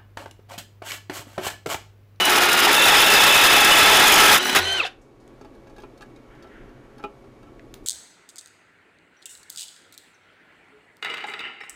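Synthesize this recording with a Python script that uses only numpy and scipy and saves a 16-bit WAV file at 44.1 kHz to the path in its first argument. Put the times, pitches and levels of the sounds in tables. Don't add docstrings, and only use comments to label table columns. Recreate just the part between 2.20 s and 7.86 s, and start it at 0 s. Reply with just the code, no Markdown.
import sys
import numpy as np
from scipy import signal
from scipy.fft import rfft, irfft
from scipy.io import wavfile
from scipy.ndimage import uniform_filter1d

SR = 44100
rng = np.random.default_rng(int(sys.argv[2]) if len(sys.argv) > 2 else 0)


def magnitude_from_level(level_db):
    exponent = np.asarray(level_db, float) / 20
    return 10 ** exponent


def waveform_to_disk(signal):
    frames = np.transpose(np.atleast_2d(signal))
    scaled = np.clip(frames, -1, 1) * 32767
    samples = np.round(scaled).astype(np.int16)
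    wavfile.write(sys.argv[1], SR, samples)


N = 249605
TIME = np.arange(N) / SR
RUN = int(2.85 * SR)
GEAR = 19.5
BREAKTHROUGH_S = 2.183
RUB_DB = -33.5
SNAG_S, SNAG_HOLD_S, SNAG_FADE_DB_S = 2.348, 0.016, 700

# time in seconds, pole whine in Hz, whine level in dB, gear mesh level in dB.
BORING = [(0, 2965, -19.5, -5), (.07, 2936, -20, 6), (.11, 2875, -38, -9), (.3, 2845, -27.5, -2.5),
          (.46, 2832, -27.5, -1.5), (.5, 2673, -35.5, -5), (.62, 2724, -23.5, 2), (.75, 2602, -29, 2),
          (.88, 2710, -28, -2), (1.0, 2641, -26.5, 0.5), (1.2, 2660, -26, 0.5), (1.36, 2601, -26, -0.5),
          (1.47, 2653, -25.5, -0.5), (1.62, 2608, -23.5, 0), (1.84, 2582, -27, -0.5),
          (1.93, 2466, -24.5, -2), (2.165, 2599, -35.5, -7.5)]
# time in seconds, pole whine in Hz, whine level in dB, gear mesh in dB.
RUNNING_FREE = [(2.21, 2948, -30, 0), (2.35, 2980, -31, 2.5), (2.38, 2825, -30, 0), (2.42, 2960, -46, 0.5),
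                (2.46, 3052, -27, 2), (2.535, 3093, -21.5, 3.5), (2.56, 3094, -25, 0),
                (2.585, 2985, -25.5, -1.5)]
# frequency in Hz, level in dB per Hz.
SIZZLE = [(2940, -33.5), (5000, -1), (5530, 1.5), (8560, -5), (9700, 0), (10600, -3.5), (12800, -2.5),
          (14500, -3), (15400, -7), (15900, -28)]


def curves(table, size=N):
    s, *columns = np.transpose(table)
    return [np.interp(TIME[:size], s, c) for c in columns]


def unit(x):
    return x / np.sqrt(np.mean(x ** 2))


def colour(x, points):
    hz, db = np.transpose(points)
    grid_hz = np.linspace(1, SR / 2, 4097)
    log_gain = np.interp(np.log(grid_hz), np.log(hz), db) * np.log(10) / 20
    ceps = irfft(log_gain)
    ceps[1:4096] *= 2
    ceps[4097:] = 0
    response = irfft(np.exp(rfft(ceps)))
    return signal.fftconvolve(x, response)[:len(x)]


def ring(x, hz, width):
    return signal.lfilter(*signal.iirpeak(hz, hz / width, fs=SR), x)


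def walk(rate, size=N):
    k = int(SR / rate)
    held = np.repeat(rng.standard_normal(N // k + 1), k)[:size]
    return 1.2 * uniform_filter1d(held, k)


def grit(scatter_db, size=N):
    return unit(rng.standard_normal(size) * magnitude_from_level(scatter_db * rng.exponential(size=size)))


def add(out, s, x):
    i = round(s * SR)
    out[i:i + len(x)] += x[:N - i]


def swell(s, attack_s, hold_s, fade_db_s):
    t = TIME[:RUN] - s
    return np.clip(t / attack_s, 0, 1) * magnitude_from_level(-fade_db_s * np.maximum(t - attack_s - hold_s, 0))


def resonate(force, table):
    out = 0
    for hz, width, db in table:
        wane = magnitude_from_level(2.2 * walk(35, RUN))
        out = out + wane * magnitude_from_level(db) * np.sqrt(width) * unit(ring(force, hz, width))
    return unit(out)


def hum():
    # frequency in Hz, level in dB per Hz.
    air_colour = [(12, -21.5), (20, -2), (44, -4.5), (65, -16), (130, -7.5), (162, -20), (247, -6.5),
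                  (355, -7), (419, -8), (539, -17), (603, -17.5), (693, -17), (891, -21), (13700, -54),
                  (15800, -60.5)]
    # frequency in Hz, level in dB.
    machine_lines = [(35, -69), (128, -64.5), (345, -66.5), (544, -64), (1120, -70), (2256, -74),
                     (6551, -97.5)]
    air = unit(colour(rng.standard_normal(N), air_colour))
    rumble = signal.sosfilt(signal.butter(2, 700, fs=SR, output="sos"), air)
    air = air + rumble * (magnitude_from_level(1.1 * walk(10)) - 1)
    lines = 0
    for hz, db in machine_lines:
        drift = .004 * hz ** 0.73 * walk(31)
        lines = lines + magnitude_from_level(db + 52.5 + 1.5 * walk(10)) * np.sin(2 * np.pi * hz * TIME + drift)
    faint_hiss = magnitude_from_level(-47) * unit(ring(air, 6650, 250))
    early_db = -3.5 * np.clip(.5 - (TIME - 3.05) / 0.066, 0, 1)
    return magnitude_from_level(-48 + early_db) * (air + lines + faint_hiss)


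def whine(table, turns, hz, load):
    # frequency in Hz, width in Hz, lift in dB.
    casing = [(210, 160, -14), (740, 150, 8), (1320, 200, 5), (2670, 200, 8), (3480, 500, 5),
              (5250, 1000, -20)]
    out, spin = 0, 2 * np.pi * turns / GEAR
    for k, db, wobble_db, blur in table:
        lift_db = sum(up_db / (1 + (2 * (k * hz - f) / w) ** 2) for f, w, up_db in casing)
        throb = (.7 + .8 * load) * np.sin(2 * spin + k) + load * np.sin(4 * spin + k)
        throb = throb + (0.3 + 0.25 * load) * walk(120, RUN)
        shake = (.4 + 1.2 * load) * walk(150, RUN) + 2.8 * load * np.sin(2 * spin + k)
        phase = 2 * np.pi * k * turns + blur * shake
        out = out + magnitude_from_level(db + lift_db + wobble_db * throb) * np.sin(phase)
    return np.sqrt(2) * out


def motor_tones(turns, hz, load, octaves):
    # multiple of rotor speed, level in dB, wobble in dB, phase blur in radians.
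    poles = [(2, -24, 3, .9), (8, -2, 1.6, 0.45)]
    gears = [(1.8, -11, 4, 1.4), (5.1, -5, 4, 1.6), (10.75, 2.5, 3.4, 1.3), (21.2, -16, 4, 5),
             (26.4, -19, 4, 5.5), (30, -32, 2, .6)]
    slots = [(4, -4.5, 2.5, 0.098), (16, -7.5, 6, 2)]
    unbalance = [(1, 0, 1.2, .2), (.5, -12, 3, .3)]
    squeal = [(16, 0, 1, .2)]
    _, pole_db, mesh_db = curves(BORING + RUNNING_FREE, RUN)
    jolt = swell(2.6005, attack_s=.003, hold_s=.0075, fade_db_s=3000)
    pole_db = pole_db - 17.5 * octaves + 8.5 * jolt
    gear_db = mesh_db - 38.5 + 11 * load - 21 * octaves
    slot_db = -31 - 6 * octaves
    shake_db = -33.5 - 3.5 * load - 20 * octaves
    tones = magnitude_from_level(pole_db) * whine(poles, turns, hz, load)
    tones = tones + magnitude_from_level(gear_db) * whine(gears, turns, hz, load)
    tones = tones + magnitude_from_level(slot_db) * whine(slots, turns, hz, load)
    tones = tones + magnitude_from_level(shake_db) * whine(unbalance, turns, hz, load)
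    squeal_gain = magnitude_from_level(-34) * swell(2.631, attack_s=0.004, hold_s=0.012, fade_db_s=2500)
    return tones + squeal_gain * whine(squeal, turns, hz, load)


def fan(turns, load, octaves):
    # frequency in Hz, level in dB per Hz.
    fan_colour = [(24, -46), (40, -22.5), (327, -32), (380, -11), (1330, -13.5), (1540, -8), (2880, -11.5),
                  (3110, -7.5), (3350, -11), (4200, -12), (5000, -22), (6260, -26.5), (15800, -59.5)]
    beat = 1 + 0.4 * np.sin(2 * np.pi * turns)
    rush = grit(1.0, RUN) * beat * magnitude_from_level(walk(40, RUN))
    return magnitude_from_level(-28 - 6 * load - 4.5 * octaves) * unit(colour(rush, fan_colour))


def brushes(octaves):
    sparks = grit(1.8, RUN) * magnitude_from_level(3.6 * walk(130, RUN))
    hiss = unit(ring(ring(sparks, 7600, 5600), 7600, 5600))
    return magnitude_from_level(-42.5 - 35 * octaves) * hiss


def brake():
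    # frequency in Hz, width in Hz, level in dB.
    shudder_modes = [(734, 102, -21), (1670, 530, 2), (2730, 630, 2), (3500, 107, 0.5), (4300, 400, -31)]
    # time in seconds, frequency in Hz, level in dB, length in seconds.
    part_rings = [(2.653, 735, -26, 0.0053), (2.616, 1290, -22, .003), (3, 2700, -11, .003),
                  (2.1, 3300, -3, .003), (2.654, 2670, -22.5, 0.0044), (2.2, 3100, -22, .005),
                  (2.637, 480, -29, 0.0042), (2.58, 11550, -60, .016)]
    t = TIME[:RUN]
    shudder = swell(2.632, attack_s=0.023, hold_s=0.015, fade_db_s=900)
    shudder = shudder + magnitude_from_level(-22.5) * swell(2.632, attack_s=0.023, hold_s=0.051, fade_db_s=300)
    out = magnitude_from_level(-31) * shudder * ring(resonate(grit(2.0, RUN), shudder_modes), 2200, 4100)
    for s, hz, db, length_s in part_rings:
        out = out + magnitude_from_level(db) * np.exp(-((t - s) / length_s) ** 2) * np.sin(2 * np.pi * hz * t)
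    return out


def motor(turns, hz, load, octaves):
    stop = np.clip((2.69 - TIME[:RUN]) / 0.023, 0, 1) ** 2
    running = motor_tones(turns, hz, load, octaves) + fan(turns, load, octaves) + brushes(octaves)
    return running * stop + brake()


def contact():
    # time in seconds, cutting level in dB.
    feed = [
        (0, -26.5),
        (.24, -21.5),
        (.64, -18.5),
        (1.0, -16.5),
        (1.26, -17),
        (2.05, -13.5),
        (2.12, -10),
        (2.165, -14.5),
        (2.183, -34.5),
    ]
    # time in seconds, change in dB, length in seconds.
    catches = [(0.129, 4, 0.1), (0.68, 2.5, 0.099), (0.859, -7.5, 0.011), (1.027, 3.5, 0.03),
               (1.111, -3.5, 0.061), (1.134, 3, 0.03), (2.109, -5, 0.014), (2.18, 3.5, 0.0079),
               (2.228, 6.5, 0.01), (2.256, 12, 0.0074), (2.279, 5.5, 0.0098), (2.3, 12, 0.014),
               (2.331, 13.5, 0.0065)]
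    t = TIME[:RUN]
    catch_db = sum(db * np.exp(-(2 * (t - s) / d) ** 2) for s, db, d in catches)
    rub = magnitude_from_level(RUB_DB - 499 * np.maximum(t - 2.39, 0))
    rise_db = 9.5 * np.clip((t - SNAG_S) / SNAG_HOLD_S - 1, -1, 0)
    snag = magnitude_from_level(-10 + rise_db) * swell(SNAG_S, .002, SNAG_HOLD_S, SNAG_FADE_DB_S)
    loose_db = 20 * np.log10(rub + snag)
    return catch_db + np.where(t < BREAKTHROUGH_S, curves(feed, RUN)[0], loose_db)


def cutting(turns):
    # frequency in Hz, width in Hz, level in dB.
    bar_modes = [(846, 13, 3), (1156, 34, -4.5), (1309.4, 27.8, 5.5), (1624, 28, 2.5), (1710, 31, -16.5),
                 (2410, 50, -2), (3000, 17, -14.5), (2956, 59, 7.5), (3250, 79, 4), (3960, 5.7, -12.5),
                 (5040, 150, -4.5), (5330, 21, -5.5), (5290, 23, -10.5)]
    bench_modes = [(282, 17, -6), (306, 22, 2), (417.5, 36, 0), (610, 350, -6)]
    bit_modes = [(5500, 410, 2), (6730, 200, 6), (8300, 140, -8), (9860, 280, 2), (12600, 540, -8),
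                 (14380, 760, 3)]
    # frequency in Hz, level in dB per Hz.
    tearing_colour = [(15, -46), (25, -17.5), (137, -27.5), (404, -4.5), (523, -9), (839, 0), (1040, -2.5),
                      (1310, -1.5), (2600, 0.5), (2790, 0), (3450, -1.5), (4170, -5.5), (7000, -24.5),
                      (9100, -41.5), (15400, -120)]
    cut_db = contact()
    spin = 2 * np.pi * turns / GEAR
    free = TIME[:RUN] > BREAKTHROUGH_S
    feed_db = (cut_db + 17.5) * ~free
    treble_db = -7.5 - 4.0 * free - 0.02 * feed_db
    bench_db = -8 + 1.2 * free - 1.1 * feed_db
    bite_db = 0.6 * np.sin(spin) + (1.2 + 3.0 * free) * np.sin(2 * spin + 2.5)
    bite_db = bite_db + 1.1 * np.sin(4 * spin + walk(6.5, RUN))
    burst_db = bite_db + .8 * walk(15, RUN) + 2.0 * walk(90, RUN)
    snag = swell(SNAG_S - SNAG_HOLD_S, SNAG_HOLD_S / 2, 2 * SNAG_HOLD_S, SNAG_FADE_DB_S)
    burst_db = burst_db * (1 - .7 * snag)
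    force = grit(1.8, RUN) * magnitude_from_level(0.9 * burst_db)
    body = magnitude_from_level(-1.0 + 0.2 * feed_db) * resonate(force, bar_modes)
    body = body + magnitude_from_level(3.5) * unit(colour(force, tearing_colour))
    body = body + magnitude_from_level(bench_db - 5.0) * resonate(force, bench_modes)
    chips = grit(2.5, RUN)
    chips = chips * magnitude_from_level(0.45 * burst_db + 3.2 * walk(300, RUN) + 1.2 * walk(110, RUN))
    sizzle = unit(colour(chips, SIZZLE)) + magnitude_from_level(-9.0 + 10.0 * free) * resonate(chips, bit_modes)
    return magnitude_from_level(cut_db + 0.5) * (body + magnitude_from_level(treble_db) * sizzle)


def blows(table, fade_s):
    s, db = np.transpose(table)
    kick = np.zeros(RUN)
    kick[(s * SR).astype(int)] = magnitude_from_level(db)
    return signal.lfilter([1], [1, -np.exp(-1 / (fade_s * SR))], kick)


def snapping():
    # time in seconds,
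    # level in dB.
    snaps = [(0.0254, -29), (0.0545, -7), (0.104, -9), (0.1171, -15.5), (0.2214, -15.5), (0.255, -14.5),
             (0.2927, -22), (0.3104, -21.5), (0.3296, -4.5), (0.376, -10), (0.4205, -21), (0.4386, -16),
             (0.4506, -12), (0.4773, -17.5), (0.5185, -16.5), (0.5432, -10.5), (0.5863, -15), (0.6435, -10),
             (0.8175, -13), (0.8413, -13), (0.8625, -11), (0.9023, -6), (0.9223, -6.5), (0.9437, -12),
             (0.9567, -12.5), (1.0216, -12), (1.0967, -13.5), (1.1118, -8.5), (1.1252, -9.5), (1.1455, -9),
             (1.2997, -15.5), (1.3314, -14.5), (1.4746, -16.5), (1.487, -13.5), (1.505, -13),
             (1.5286, -13.5), (1.5933, -13), (1.6244, -12.5), (1.6397, -10), (1.6831, -12.5),
             (1.7125, -12.5), (1.7965, -7.5), (1.8497, -12.5), (1.8695, -14), (1.918, -8.5), (1.9753, -14),
             (2.002, -12), (2.0353, -14), (2.0519, -11.5), (2.0914, -8.5), (2.116, -6.5), (2.142, -4.5),
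             (2.1791, -9), (2.3002, -20), (2.3501, -10.5),
             (2.1746, -12), (2.2228, -27.5), (2.2305, -26), (2.2478, -17), (2.267, -17),
                   (2.279, -21.5), (2.3266, -27.5)]
    # time in seconds, level in dB.
    bites = [(0.061, -20), (0.097, -18), (0.177, -9), (0.219, -13.5), (0.259, -13), (0.339, -13),
             (0.415, -14.5), (0.469, -12), (0.498, -17.5), (0.58, -10.5), (0.612, -23), (0.663, -6),
             (0.726, -8.5), (0.769, -21), (0.817, -20), (0.92, -20), (0.955, -16), (1.06, -15.5),
             (1.187, -16.5), (1.27, -18.5), (1.33, -21.5), (1.371, -15.5), (1.414, -12.5), (1.505, -14.5),
             (1.569, -17), (1.651, -15.5), (1.702, -10.5), (1.735, -16), (1.78, -16), (1.832, -14),
             (1.937, -8.5), (1.981, -15), (2.048, -15), (2.106, -9), (2.368, -10)]
    # frequency in Hz, width in Hz, level in dB.
    shank_modes = [(9950, 80, 0), (12700, 160, -1.5), (14310, 240, 1.5)]
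    spit = grit(1.4, RUN) * blows(snaps, fade_s=0.0042)
    shank = sum(magnitude_from_level(db + 3) * ring(spit, hz, width) for hz, width, db in shank_modes)
    dig = rng.standard_normal(RUN) * blows(bites, fade_s=0.0066)
    web_hz, web_width_hz = 831, 71
    web = ring(dig, web_hz, web_width_hz) * np.sqrt(SR / np.pi / web_width_hz)
    return magnitude_from_level(-9) * (colour(spit, SIZZLE) * magnitude_from_level(4.5) + shank) + magnitude_from_level(-1.5) * web


def rattle_of_gears(turns, hz, load):
    # multiple of rotor speed, level in dB, wobble in dB, phase blur in radians.
    gear_knocks = [(.7, 12, 1, .2), (16, 4, 5, 4), (21.3, -6, 5, 5), (26.6, -6, 5, 6)]
    free = (TIME[:RUN] > BREAKTHROUGH_S) & (TIME[:RUN] < SNAG_S)
    knock_db = 1.6 * np.minimum(contact() - RUB_DB, 9)
    return free * magnitude_from_level(-45 + knock_db) * whine(gear_knocks, turns, hz, load)


def drill():
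    driven_hz = curves(BORING + RUNNING_FREE, RUN)[0]
    sag = (3017 - driven_hz) / 325.7
    load = np.clip(sag, .1, 1)
    strain = np.clip(sag, .1, 2)
    braked_s = uniform_filter1d(np.maximum(TIME[:RUN] - 2.59, 0), int(.04 * SR))
    pole_hz = np.maximum(driven_hz - 24500 * braked_s, driven_hz / 5)
    hz = pole_hz / 8 * (1 + .007 * strain ** 2 * walk(100, RUN))
    turns = np.cumsum(hz) / SR
    octaves = np.log2(driven_hz / pole_hz)
    sound = motor(turns, hz, load, octaves) + cutting(turns)
    return sound + snapping() + rattle_of_gears(turns, hz, load)


def vice():
    out, t = np.zeros(N), TIME[:SR // 2]
    thrum = np.sin(2 * np.pi * 88 * t) * (1 - np.exp(-t / .03)) * np.exp(-t / 0.076)
    add(out, 2.38, magnitude_from_level(-28.5) * thrum)
    return out


def clicks():
    # time in seconds, peak in dB, centre in Hz, width in Hz, tail in dB.
    click_list = [(2.815, -84.5, 6560, 3005, 20.5), (3.001, -72.5, 5020, 4030, 8.5),
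                  (3.078, -42.5, 2500, 5000, -29), (5.395, -35, 1850, 700, -24),
                  (5.5407, -28.5, 4170, 2980, -26), (5.5425, -35.5, 12100, 7040, -23.5),
                  (5.541, -36, 1300, 1500, -18), (5.64, -73, 6000, 8000, 8.5)]
    out, t = np.zeros(N), TIME[:SR // 4]
    for s, db, hz, width, tail_db in click_list:
        shape = np.exp(-t / 0.00073) + magnitude_from_level(tail_db) * np.exp(-t / 0.032)
        burst = ring(rng.standard_normal(len(t)) * shape, hz, width)
        burst = ring(burst, hz, min(2 * width, SR / 3))
        add(out, s, magnitude_from_level(db + 0.5) * burst * np.sqrt(SR / 4 / width))
    return out


def struck(table, spread_db, detune):
    t = TIME[:SR // 4]
    hz, db, t60 = np.array(table).T[:, :, None]
    size = magnitude_from_level(db + spread_db * rng.standard_normal(hz.shape))
    hz = hz * (1 + detune * rng.standard_normal(hz.shape))
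    decay = np.exp(-np.log(1000) * t / (.75 * t60))
    out = (size * np.sin(2 * np.pi * hz * t) * decay).sum(0)
    return out / np.abs(out).max()


def blow_chatter():
    chatter = rng.standard_normal(1500) * magnitude_from_level(2 * rng.exponential(size=1500))
    chatter *= np.exp(-TIME[:1500] / .0085)
    chatter[:14] += 2.4 * np.hanning(14)
    return chatter / np.sqrt(np.sum(chatter ** 2))


def taps():
    # time in seconds, bar level in dB, rod level in dB, tip level in dB.
    tap_list = [(3.212, -47.5, -47, -74), (3.247, -48, -51, -69.5), (3.349, -72, -55, -68),
                (3.471, -53, -51, -77.5), (3.497, -55.5, -52, -76), (3.563, -59, -48, -64),
                (3.582, -50.5, -43, -66.5), (3.6, -61, -46, -61), (3.621, -52, -46, -61.5),
                (3.636, -41, -60, -69), (3.776, -55, -47, -65), (3.809, -45, -43.5, -66),
                (3.82, -49, -40.5, -55), (3.859, -61, -60, -75), (3.9, -57, -67, -75),
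                (3.961, -58, -47, -74), (4.151, -58, -54.5, -76), (4.225, -61, -45, -65),
                (4.244, -49.5, -66, -73.5), (4.272, -71, -56, -73), (4.492, -60, -57, -77),
                (4.781, -59.5, -48.5, -63.5), (4.797, -46, -55, -73.5), (4.828, -46, -51, -77),
                (4.839, -28.5, -69, -78.5), (5.042, -56, -64, -76), (5.229, -55, -52.5, -68.5),
                (5.27, -52.5, -63, -74.5)]
    # time in seconds, level in dB.
    flange_taps = [(3.812, -57), (3.826, -46), (4.802, -50)]
    # frequency in Hz, level in dB, fade in seconds (60 dB are lost in three
    bar_modes = [(285, -6, 0.14), (407, -2, 0.13), (556, -10, 0.05), (662, -6.5, 0.13), (840, 3, 0.11),
                 (1000, -6.5, 0.065), (1200, -6, 0.084), (1325, -3, 0.17), (1870, -21, .05),
                 (2450, -11, 0.11), (2690, -13, 0.073), (2960, -17, 0.18), (3160, -23, 0.079),
                 (3740, -22, 0.04)]
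    rod_modes = [(2310, -4, .03), (2710, -1.5, 0.051), (3300, 0, 0.036), (3810, 4, 0.03), (4480, 2, 0.033),
                 (5120, -4, 0.03), (6000, -10, 0.022), (6450, -13, 0.025)]
    tip_modes = [(7300, -5, .025), (8400, -4, .025), (9000, 7, 0.031), (10700, 2, .02), (11400, -3, .02),
                 (12700, -4, .02), (13470, -5, .02), (14550, -8, .02)]
    out, t = np.zeros(N), TIME[:SR // 4]
    flange = np.sin(2 * np.pi * 1650 * t) * np.exp(-t / .01)
    for s, bar_db, rod_db, tip_db in tap_list:
        chatter = blow_chatter()
        flange_db = max(rod_db - 10, bar_db - 24.5)
        steel = magnitude_from_level(bar_db + 11.5) * struck(bar_modes, 1.3, 0.0037)
        steel = steel + magnitude_from_level(flange_db + 4.0) * flange
        steel = steel + magnitude_from_level(rod_db + 5.5) * struck(rod_modes, 2.5, .02)
        steel = steel + magnitude_from_level(tip_db + 11.5) * struck(tip_modes, 3.8, .03)
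        add(out, s, signal.fftconvolve(steel, chatter))
        bar_rattle = ring(ring(ring(chatter, 1700, 1900), 1700, 1900), 1700, 1900)
        rod_rattle = ring(ring(ring(chatter, 4000, 5000), 4000, 5000), 4000, 5000)
        tip_rattle = ring(ring(chatter, 10500, 8900), 10500, 9000)
        rattle = magnitude_from_level(bar_db + 21) * bar_rattle + magnitude_from_level(rod_db + 19.5) * rod_rattle
        add(out, s, rattle + magnitude_from_level(tip_db + 16.0) * tip_rattle)
    for s, db in flange_taps:
        add(out, s, magnitude_from_level(db + 6) * signal.fftconvolve(flange, blow_chatter()))
    return out


def scraping():
    # time in seconds, level in dB.
    stroke = [
        (4.0, -70.5),
        (4.1, -53.5),
        (4.36, -47),
        (4.5, -55),
        (4.8, -57),
    ]
    # frequency in Hz, level in dB per Hz.
    scrape_colour = [(530, -48), (900, -24.5), (1220, -17), (1330, 1), (1750, 0), (2470, -11.5),
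                     (3150, -11), (6000, -44.5), (7800, -64.5), (13200, -120)]
    on = (TIME > stroke[0][0]) & (TIME < stroke[-1][0])
    slip = grit(1.5) * magnitude_from_level(2.0 * walk(30))
    scrape = unit(colour(slip, scrape_colour)) + magnitude_from_level(-5.0) * unit(ring(slip, 1353, 53.0))
    return on * magnitude_from_level(curves(stroke)[0] - 7.0) * scrape


def handling():
    no_bass = signal.butter(4, 230, "high", fs=SR, output="sos")
    return signal.sosfilt(no_bass, clicks() + taps() + scraping())


def room(near):
    t = TIME[:SR // 2]
    tail = signal.lfilter([1], [1, -.75], rng.standard_normal(len(t)))
    tail = tail * np.exp(-np.log(1000) * t / .24) * (t > .004)
    return magnitude_from_level(-19) * signal.fftconvolve(near, tail / np.sqrt(np.sum(tail ** 2)))[:N]


def scene():
    near = vice() + handling()
    add(near, 0, drill())
    return (near + room(near) + hum())[None]


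def roll_off(x):
    return signal.sosfilt(signal.butter(12, 15420, fs=SR, output="sos"), x)


def record(dry):
    clip_level, sheen = .34, .1
    flat = dry / (1 + np.abs(dry / clip_level) ** 8) ** (1 / 8)
    bright = signal.lfilter([1 + sheen, -sheen], [1], flat)
    top_cut = signal.ellip(8, .2, 70, 15380, fs=SR, output="sos")
    return roll_off(signal.sosfilt(top_cut, bright))


dry = scene()
out = record(dry)
waveform_to_disk(out)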